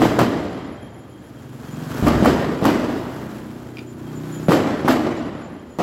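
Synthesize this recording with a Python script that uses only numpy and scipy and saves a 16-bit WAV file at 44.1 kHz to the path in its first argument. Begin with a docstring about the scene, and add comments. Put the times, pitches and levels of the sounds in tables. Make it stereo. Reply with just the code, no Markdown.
"""Firecrackers go off round the corner of a night street. Each arrives first as a dull thump diffracted round the
houses, made of damped pressure steps; sharp cracks and a dense burst of shaped noise return from the house fronts,
and a tail that loses its treble rolls away down the street. A single-cylinder motorbike, pulses through silencer
resonances, pulls away behind them. Crickets chirp as pulsed narrow bands, something small clacks as struck modes,
and a coloured noise bed lies beneath as the town."""
import sys
import numpy as np
from scipy import signal
from scipy.fft import rfft, irfft, next_fast_len
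from scipy.io import wavfile
from scipy.ndimage import uniform_filter1d, map_coordinates

SR = 44100
rng = np.random.default_rng(int(sys.argv[2]) if len(sys.argv) > 2 else 0)


def persist_wave(psi):
    """Save psi, clipped to +-1, as 16-bit WAV."""
    counts = np.round(np.clip(psi, -1, 1) * 32767).astype(np.int16)
    wavfile.write(sys.argv[1], SR, np.atleast_2d(counts).T)


N = 256820
TIME = np.arange(N) / SR  # s

# Firecrackers. Each row: arrival of the burst in seconds, lead of the thump in seconds, thump in dB,
# thump swing in Hz, alley rumble in dB, deep boom in dB, burst in dB, burst tilt in dB per octave,
# burst bass in dB, street tail in dB.
BANGS = [(0.0177, 0.032, -13, 280, -13, -27, -7.5, -2.5, 0, -15),
         (.190, 0.0042, -12, 210, -15, -33, -10, -2.1, 15, -19),
         (2.061, 0.0355, -5.5, 110, -16, -14.5, -12.5, -2.5, -2, -16),
         (2.2572, 0.0322, 1.5, 197, -12.5, -55, -7.5, -2.5, -3, -16),
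         (2.6524, 0.028, -4.5, 198, -15.5, -32, -9.5, -1.5, 16.5, -16),
         (4.509, 0.0235, -1, 193, -9.5, -30.5, -9.5, -1.8, 6, -15),
         (4.880, 0.032, -5.5, 225, -17, -39, -8, -1.4, -8.5, -16),
         (5.7883, 0.0003, -11, 250, -17, -30, -10, -4, -36, -33)]
# Sharp wave fronts off the nearest walls. Each row: arrival in seconds, punch in dB, swing in Hz, shock snap in dB.
CRACKS = [(.0187, -2, 740, -31), (0.0213, -6, 710, -19), (.1865, -4, 450, -30), (0.1906, -0.5, 774, -5.5),
          (0.1937, -2.5, 1000, -20), (0.1966, -5, 890, -14), (.2092, -13, 600, -24), (.215, -2, 516, -22),
          (2.068, -2.5, 280, -31), (2.0708, -9, 600, -21), (2.0774, -8, 694, -21),
          (2.0829, -12, 1130, -10.5), (2.0858, -4.5, 690, -20), (2.249, -8, 1010, -13),
          (2.257, 0, 696, -18), (2.26, 1.5, 1140, -12), (2.6167, -10.5, 480, -38), (2.6425, -21, 700, -16),
          (2.6503, -6, 940, -19), (2.6539, 0.5, 960, -6), (4.4841, -7, 530, -28), (4.4909, -3, 172, -32),
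          (4.5084, -5, 930, -16), (4.5167, -11, 824, -29), (4.5197, 2, 1120, -16), (4.8788, -2, 910, -16),
          (4.8826, 3, 860, -26), (4.8844, -9, 1100, -18), (4.8872, -2, 1110, -18), (5.7872, -14, 1110, -23)]
# Spectrum of the scatter behind each crack. Each row: frequency in Hz, level in dB.
SPRAY_COLOUR = [(100, -4), (700, 11), (1400, 20.5), (3000, -2), (9000, -14), (12000, -3), (16000, -25)]
# Flat far walls that slap the wave fronts back. Each row: delay in seconds, level in dB.
SLAP_WALLS = [(.087, -21), (.123, -19), (.188, -17), (.4, -29)]
# Reflection spectrum of those walls. Each row: frequency in Hz, level in dB.
SLAP_COLOUR = [(200, -9), (700, -1.5), (2000, -4), (4500, -13), (9000, -14), (15000, -24)]
# Spectrum of the rumble between the nearest walls. Each row: frequency in Hz, level in dB.
ALLEY_COLOUR = [(30, -36), (70, -40), (160, 13.5), (280, 11.5), (700, -0.5), (2000, -14.5), (6000, -27),
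                (15000, -40)]
# Spectrum of the deep boom, also of the road rumble. Each row: frequency in Hz, level in dB.
BOOM_COLOUR = [(20, -57), (45, -2), (70, 6), (130, 1), (300, 5), (2000, -79)]
# Spectrum of the near burst. Each row: frequency in Hz, level in dB.
BURST_COLOUR = [(24, -57), (40, -106), (112, -5.5), (179, -18.5), (261, 6), (390, -5.5), (596, -5.5),
                (1260, -11), (1980, -20), (3030, -21), (3520, -24), (7450, -31), (8660, -39.5),
                (12600, -29.5), (15800, -42)]
# Spectrum of the street tail. Each row: frequency in Hz, level in dB.
TAIL_COLOUR = [(24, -63), (40, -24.5), (123, -10.5), (203, -4.5), (236, 0), (289, -1.5), (692, -11.5),
               (889, -15.5), (2030, -23), (2480, -29), (2880, -29.5), (7830, -42), (8660, -50),
               (11700, -46.5), (15800, -63)]
# Reverberation of the street. Each row: frequency in Hz, time to fall by 60 dB in seconds.
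STREET_T60 = [(80, 3.15), (300, 1.58), (1000, 2.015), (3000, 1.85), (7000, 1.31), (14000, 1.14)]
# House fronts that answer late. Each row: delay in seconds, spread in seconds, level against the tail in dB.
FAR_FRONTS = [(.086, .008, -15), (.192, .012, -11), (.24, .012, -15), (.4, .02, -22)]
# Doorways and recesses that colour every bang. Each row: frequency in Hz, width in Hz, level in dB.
RECESS_MODES = [(306, 28, -11.5), (615, 124, -11), (1198, 51, -7.5), (1870, 79, -16), (3020, 400, -9),
                (4880, 930, -9.5), (7630, 160, 1.5)]
# Balance given by the walls on either side. Each row: frequency in Hz, left minus right in dB.
LEAN = [(60, 2.5), (110, -0.5), (200, 1), (380, -2.5), (700, 2), (1290, -4.5), (2380, -1.5), (4400, 0.5),
        (8120, 4), (15000, -0.5)]
# Stereo width of diffuse sound. Each row: frequency in Hz, side minus mid in dB.
WIDTH = [(60, -17), (140, -16.5), (280, -10.5), (550, -4.5), (1100, -2.5), (2200, 0), (5000, 0),
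         (12000, -5)]
# Firing rate of the motorbike. Each row: time in seconds, firings per second.
ENGINE_SPEED = [(0, 17.5), (1, 18.8), (1.4, 20.5), (1.8, 22.7), (2.5, 27), (3, 29.7), (3.15, 30.05),
                (3.63, 30.8), (4, 30.65), (4.4, 31.5), (5.3, 33.5), (5.82, 35.5)]
# Exhaust loudness as the throttle opens and closes. Each row: time in seconds, level in dB.
THROTTLE = [(0, -31.5), (0.7, -48.5), (1.25, -45.5), (1.649, -34.5), (2.0, -23), (2.5, -30), (3.1, -31.5),
            (3.9, -31.5), (4.42, -27.5), (5.4, -43.5), (5.82, -52)]
# Silencer resonances. Each row: frequency in Hz, width in Hz, level in dB.
EXHAUST_MODES = [(84, 22, -9), (122, 16, -1), (157, 16, -3), (212, 22, -2), (244, 26, -3.5),
                 (292, 50, -3.5), (380, 70, -10.5), (600, 300, -23)]
# Shift of the hum between resonances as the bike moves. Each row: time in seconds,
# then the added level in dB of the 122, 157, 212, 244 and 292 Hz resonances.
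HUM = [(0.9, 13, 1, 4, -2, 4), (1.55, 10.5, 2, 2, 3.5, 0), (1.8, -2, 6.5, 0.5, 3, 2),
       (2.0, 6, 5.5, -5, 1, -2), (2.6, -5, 8, -1, 5, 1), (3.0, 1, 0, 1, 4, 6), (3.25, 0, 1, 5.5, -9, 0.5),
       (3.45, -3, -1, 4, 2.5, -1.5), (3.8, -1, -13, -9, -7, -1), (4.1, -1.5, 2.5, 2, -0.5, 3.5),
       (4.42, -0.5, 2, 1, -14, 1), (5.4, -1, -6, -2, 2, 4)]
# Spectrum of silencer and distance. Each row: frequency in Hz, level in dB.
SILENCER_COLOUR = [(30, -18), (90, -8), (120, 0), (330, 0), (600, -6), (2000, -22), (8000, -45)]
# Walls that mirror the bike. Each row: delay in seconds, level in dB.
BIKE_ECHOES = [(.0081, -11), (.0205, -11), (.0455, -12), (.0895, -13)]
# Loudness of chain and tyres. Each row: time in seconds, level in dB.
ROLLING_LEVEL = [(0, -33), (0.7, -60), (1.25, -49.5), (1.45, -46.5), (1.65, -39.5), (1.85, -36),
                 (2.0, -29.5), (2.5, -42), (3.1, -39), (3.9, -47), (4.42, -37), (5.4, -60), (5.82, -52)]
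# Spectrum of the chain and tyre hiss. Each row: frequency in Hz, level in dB.
HISS_COLOUR = [(240, -67), (400, -3.5), (634, -9), (976, -9.5), (1500, -12.5), (2170, -20.5), (3290, -23.5),
               (3780, -25), (6670, -28.5), (7310, -27), (9210, -35.5), (11400, -30), (15800, -34.5)]
# Taps of the small hard thing. Each row: time in seconds, relative level in dB.
CLACKS = [(3.77, -30.5), (3.7835, -31), (3.790, -27)]
# Its modes of vibration. Each row: frequency in Hz, width in Hz, level in dB.
CLACK_MODES = [(1380, 180, -6), (2390, 190, 6), (2770, 320, 0), (3650, 130, -2), (4050, 150, -9),
               (4800, 360, -6)]
# Nearer insects. Each row: start in seconds, length in seconds, pitch in Hz, level in dB.
CHIRPS = [(0.762, 0.066, 3200, -59), (1.65, 0.16, 3212, -59), (1.704, 0.054, 7020, -53),
          (3.861, .065, 7100, -56), (4.058, .05, 3212, -56), (4.154, 0.043, 7050, -49.5),
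          (4.301, .09, 3200, -56.5), (4.304, .08, 11130, -56), (4.312, 0.062, 7050, -46.5),
          (4.369, 0.033, 6900, -49), (4.425, 0.056, 7000, -52), (4.455, .04, 11150, -55),
          (4.758, 0.066, 11130, -61), (5.16, 0.049, 7000, -57), (5.399, 0.089, 7100, -60),
          (5.696, 0.075, 7000, -61)]
# Far insects. Each row: pitch in Hz, width of one resonance in Hz, starting level in dB, chirps per second,
# nominal time of one chirp in seconds, level change in dB per second, share left between chirps from 0 to 1.
CHORUS = [(3212, 60, -59.5, 7.6, .99, -1.3, .55), (7060, 110, -66, 11.5, 1.01, -.1, .3),
          (11110, 130, -66.5, 7.0, .985, -.4, .15)]
# Spectrum of the town. Each row: frequency in Hz, level in dB.
TOWN_COLOUR = [(15, -49), (25, -24), (80, -0.5), (148, -3), (194, -2), (283, 1.5), (790, -17),
               (3210, -31.5), (6480, -40.5), (8960, -45), (11400, -40.5), (15800, -57)]

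THUMP_CUT_RATIO = 7  # low-pass corner over swing frequency
RUMBLE_DECAY_S, BOOM_DECAY_S = 0.055, 0.19
STROKES_PER_S, STROKE_DEPTH = 52, .5
TOWN_DB = -41.5
TOP_HZ = 15800


def undb(db):
    """Level in decibels becomes amplitude gain."""
    return 10 ** (np.asarray(db) / 20)


def unit(x):
    """Normalisation to rms 1."""
    return x / np.sqrt(np.mean(x ** 2))


def freqs(size):
    """Frequencies of the Fourier bins for a signal of this many samples, held to at least 1 Hz."""
    return np.maximum(np.fft.rfftfreq(size, 1 / SR), 1)


def read(points, hz):
    """Interpolation of (Hz, value) points on a logarithmic frequency axis."""
    f, value = np.transpose(points)
    return np.interp(np.log(hz), np.log(f), value)


def colour(x, points):
    """Linear filtering: the spectrum is multiplied by a (Hz, dB) response."""
    size = next_fast_len(x.shape[-1], True)
    gain = undb(read(points, freqs(size)))
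    return irfft(rfft(x, size) * gain, size)[..., :x.shape[-1]]


def spread(pair):
    """Diffuse-field coherence: left and right are alike in the bass and apart in the treble."""
    side = colour(pair[1], WIDTH)
    return np.array([pair[0] + side, pair[0] - side])


def noise(points):
    """Diffuse stereo noise of a given spectrum, rms 1."""
    return unit(colour(spread(rng.standard_normal((2, N))), points))


def lowpass(x, hz, order=2):
    """Butterworth low-pass."""
    return signal.sosfilt(signal.butter(order, min(hz, SR / 2 - 1), fs=SR, output="sos"), x)


def ring(x, modes):
    """Modal superposition: parallel (Hz, width Hz, dB) resonances with alternating sign."""
    total = 0
    for k, (hz, width, db) in enumerate(modes):
        b, a = signal.iirpeak(hz, hz / width, fs=SR)
        total = total + (-1) ** k * undb(db) * signal.lfilter(b, a, x + 1e-18)
    return total


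def walk(rate):
    """Random fluctuation: normal draws joined by lines, rate per second; the last of 8192 is then held."""
    steps = rng.standard_normal(8192)
    return np.interp(TIME * rate, np.arange(len(steps)), steps)


def add(out, s, x):
    """Superposition: x is mixed into out from s seconds on."""
    start = int(np.clip(s * SR, 0, N - 1))
    out[..., start:start + x.shape[-1]] += x[..., :N - start]


def blast(hz, cut_hz, damping, lag_s):
    """Blast wave: a sudden pressure step swings out and decays, reaching the left channel first."""
    t = TIME[:SR // 20] - np.array([[0], [abs(lag_s)]])
    wave = (t >= 0) * np.cos(2 * np.pi * hz * t) * np.exp(-damping * hz * np.abs(t))
    return -lowpass(wave, cut_hz)


def fronts(edge_db=-12, spray_db=-15, fizz_db=-11, fizz_s=0.001):
    """Diffraction dulls the thump bent round the corner; reflection gives sharp cracks with scatter off each wall."""
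    out, t = np.zeros((2, N)), TIME[:SR // 20]
    edge = blast(700, 4500, damping=2.5, lag_s=0.00054)
    # the steep shock itself carries the top octaves
    snap = blast(3400, 22000, damping=0.99, lag_s=0.00018)
    for s, lead_s, thump_db, thump_hz, *_ in BANGS:
        thump = blast(thump_hz, THUMP_CUT_RATIO * thump_hz, damping=0.99, lag_s=0.0002)
        add(out, s - lead_s, undb(thump_db) * (thump + undb(edge_db) * edge))
    for s, punch_db, hz, snap_db in CRACKS:
        punch = blast(hz, 2300, damping=1.0, lag_s=0.00014)
        spray = colour(rng.standard_normal((2, len(t))), SPRAY_COLOUR) * np.exp(-t / 0.0057)
        fizz = spread(rng.standard_normal((2, len(t)))) * np.exp(-t / fizz_s)
        add(out, s, undb(punch_db) * (punch + 0.5 * undb(spray_db) * spray))
        add(out, s, undb(snap_db) * (snap + undb(fizz_db) * fizz))
    return out


def bursts(hold_s=0.027, treble_hold_s=0.048, bass_rise_s=0.016, tail_rise_s=0.016):
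    """Multiple scattering by near house fronts, then reverberation down the street that loses its treble."""
    out, t = np.zeros((2, N)), TIME[:2 * SR]
    centres = np.geomspace(60, 14000, 9)  # Hz
    # overlapping triangular bands on the log-frequency axis
    bands = [read(np.column_stack([centres, row]), freqs(len(t))) for row in np.eye(len(centres))]
    far = 1 + sum(undb(db) * np.exp(-((t - s) / width) ** 2) for s, width, db in FAR_FRONTS)
    for s, *_, db, tilt_db, bass_db, tail_db in BANGS:
        near = rfft(unit(colour(scatter(t, sparse_db=8.5, merge_s=0.031), BURST_COLOUR)))
        street = rfft(unit(colour(scatter(t, sparse_db=4, merge_s=0.46), TAIL_COLOUR)))
        for hz, band in zip(centres, bands):
            gain = undb(db + tilt_db * np.log2(hz / 500) + bass_db / (1 + (hz / 200) ** 2))
            hold = read([(300, hold_s), (10000, treble_hold_s)], hz)
            # the lows build up slowly between the walls; the highs rise much faster
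            rise = 1 - np.exp(-t / (0.0029 + bass_rise_s / (1 + hz / 600)))
            burst = rise / np.sqrt(1 + (t / hold) ** 4) * np.exp(-t / 0.2)
            tail = (1 - np.exp(-t / tail_rise_s)) * far * undb(-60 * t / read(STREET_T60, hz))
            add(out, s, gain * burst * irfft(near * band))
            add(out, s, undb(tail_db) * tail * irfft(street * band))
    return out


def scatter(t, sparse_db, merge_s):
    """Growth of echo density: very uneven echoes arrive in clumps and merge into a wash as they multiply."""
    unevenness = undb(sparse_db * np.exp(-t / merge_s) * rng.standard_normal(len(t)))
    # equal power over each 10 ms
    unevenness /= np.sqrt(uniform_filter1d(unevenness ** 2, SR // 100))
    clumps = undb(1.4 * walk(210)[:len(t)])
    echoes = spread(rng.standard_normal((2, len(t))) * unevenness * clumps)
    return tint(echoes, patchy_db=3, patch_s=.05, patch_hz=130)


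def tint(x, patchy_db, patch_s, patch_hz):
    """Selective reflection: narrow bands swell and sink by chance as wall echoes follow one another."""
    hz, t, bins = signal.stft(x, SR, nperseg=1024)
    chance = rng.standard_normal((256, 128))
    grid = np.meshgrid(hz / patch_hz, t / patch_s, indexing="ij")
    patches = map_coordinates(chance, grid, order=1, mode="wrap")
    # long waves are mirrored evenly
    depth_db = patchy_db * (hz / (hz + 400))[:, None]
    return signal.istft(bins * undb(depth_db * patches))[1][..., :x.shape[-1]]


def alley():
    """Reverberation in a narrow space: each thump rattles briefly between near walls and leaves a deep boom."""
    rumble, boom = np.zeros(N), np.zeros(N)
    rise = 1 - np.exp(-TIME / 0.005)
    for s, lead_s, _, _, rumble_db, boom_db, *_ in BANGS:
        add(rumble, s - lead_s, undb(rumble_db) * rise * np.exp(-TIME / RUMBLE_DECAY_S))
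        add(boom, s - lead_s, undb(boom_db) * rise * np.exp(-TIME / BOOM_DECAY_S))
    return rumble * noise(ALLEY_COLOUR) + boom * noise(BOOM_COLOUR)


def slaps(wave_fronts):
    """Specular reflection: far walls return thumps and cracks as separate slaps, weaker in bass and top."""
    out, dulled = np.zeros((2, N)), colour(wave_fronts, SLAP_COLOUR)
    for delay, db in SLAP_WALLS:
        add(out, delay, undb(db) * dulled)
    return out


def recesses(bangs):
    """Cavity resonance: doorways and recesses ring with every bang."""
    return sum(ring(bangs, [mode]) for mode in RECESS_MODES)


def lean(pair):
    """Unequal reflection: the walls on either side favour different bands."""
    left, right = ([(hz, share * db) for hz, db in LEAN] for share in (.5, -.5))
    return np.array([colour(pair[0], left), colour(pair[1], right)])


def motorbike(puff_db=-3, road_db=-6):
    """Forced resonance: firings and gas turbulence drive the silencer; chain and tyres rattle, hiss and rumble."""
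    curves = (ENGINE_SPEED, THROTTLE, ROLLING_LEVEL)
    firing_hz, exhaust_db, rolling_db = (np.interp(TIME, *np.transpose(curve)) for curve in curves)
    cycles = np.cumsum(firing_hz) / SR + .0015 * walk(25)
    firings = np.diff(np.floor(cycles), prepend=np.floor(cycles[0])) * undb(.8 * walk(30))
    # wall echoes fill the gaps between the beats
    echoes = sum(undb(db) * np.interp(TIME - delay, TIME, firings, left=0) for delay, db in BIKE_ECHOES)
    puffs = unit(1 + undb(puff_db) * np.exp(-(cycles % 1) / 8.4))
    # turbulent gas roughens the same resonances that the firings ring
    turbulence = puffs * spread(rng.standard_normal((2, N)))
    drive = unit(firings + echoes) + undb(-22) * turbulence
    times, *levels = np.transpose(HUM)
    # the first resonance and those above the hum stay steady
    swell_db = [0] + [np.interp(TIME, times, db) for db in levels] + [0] * len(EXHAUST_MODES)
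    pipe = sum((-1) ** k * undb(swell_db[k]) * ring(drive, [mode]) for k, mode in enumerate(EXHAUST_MODES))
    exhaust = unit(colour(pipe, SILENCER_COLOUR))
    rattle = unit(undb(2.8 * walk(1800) + 1 * walk(60)))
    rolling = puffs * rattle * noise(HISS_COLOUR) + undb(road_db) * noise(BOOM_COLOUR)
    return undb(exhaust_db) * exhaust + undb(rolling_db + 1 * walk(14)) * rolling


def clacks(strength_db=15, echo_db=-22):
    """Impact excitation: a small hard thing knocks three times in quick succession and its modes ring."""
    taps, t = np.zeros((2, N)), TIME[:SR // 5]
    contact = np.exp(-t / 0.0016) + undb(echo_db) * np.exp(-t / 0.04)
    for s, db in CLACKS:
        add(taps, s, undb(db + strength_db) * contact * rng.standard_normal((2, len(t))))
    return ring(taps, CLACK_MODES)


def wing_strokes():
    """Amplitude modulation: each wing stroke dips the level, at a slightly wandering rate."""
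    return 1 - STROKE_DEPTH * np.sin(np.pi * (STROKES_PER_S * TIME + .2 * walk(8))) ** 2


def crickets():
    """Stridulation: wing resonances pulsed by strokes, in a far chorus of loose rhythm and a few nearer chirps."""
    out = np.zeros((2, N))
    for hz, width, db, rate, s, fade, between in CHORUS:
        mode = [(hz, width, 0)]
        # two resonances in series narrow the band
        wings = ring(ring(spread(rng.standard_normal((2, N))), mode), mode)
        rhythm = np.cos(2 * np.pi * (rate * (TIME - s) + .17 * walk(6)))
        chirping = np.clip(.9 + rhythm, between, 1)
        out += undb(db + fade * TIME) * unit(wings * chirping * wing_strokes() * undb(1.5 * walk(5)))
    for s, length, hz, db in CHIRPS:
        count = int(length * SR)
        # the pitch wavers
        phase = 2 * np.pi * np.cumsum(hz + 55 * walk(400)) / SR
        tone = np.sin(phase) * wing_strokes()
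        add(out, s, undb(db) * unit(tone[:count]) * signal.windows.tukey(count, .4))
    return out


def town():
    """Diffuse background: steady coloured noise whose level wanders slightly."""
    return undb(TOWN_DB + 1 * walk(3)) * noise(TOWN_COLOUR)


def scene():
    """Superposition of the bangs and the night street."""
    wave_fronts = fronts()
    bangs = wave_fronts + slaps(wave_fronts) + alley() + bursts()
    bangs = bangs + recesses(bangs)
    return lean(bangs) + motorbike() + clacks() + crickets() + town()


def record(dry):
    """Band limiting and saturation: the deepest bass is thinned, loud peaks are rounded and the top is cut."""
    thinned = signal.sosfilt(signal.butter(2, 36, "high", fs=SR, output="sos"), dry)
    rounded = np.tanh(1.05 * thinned) / 1.05
    return signal.sosfilt(signal.ellip(10, .2, 80, TOP_HZ, fs=SR, output="sos"), rounded)


dry = scene()
out = record(dry)
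persist_wave(out)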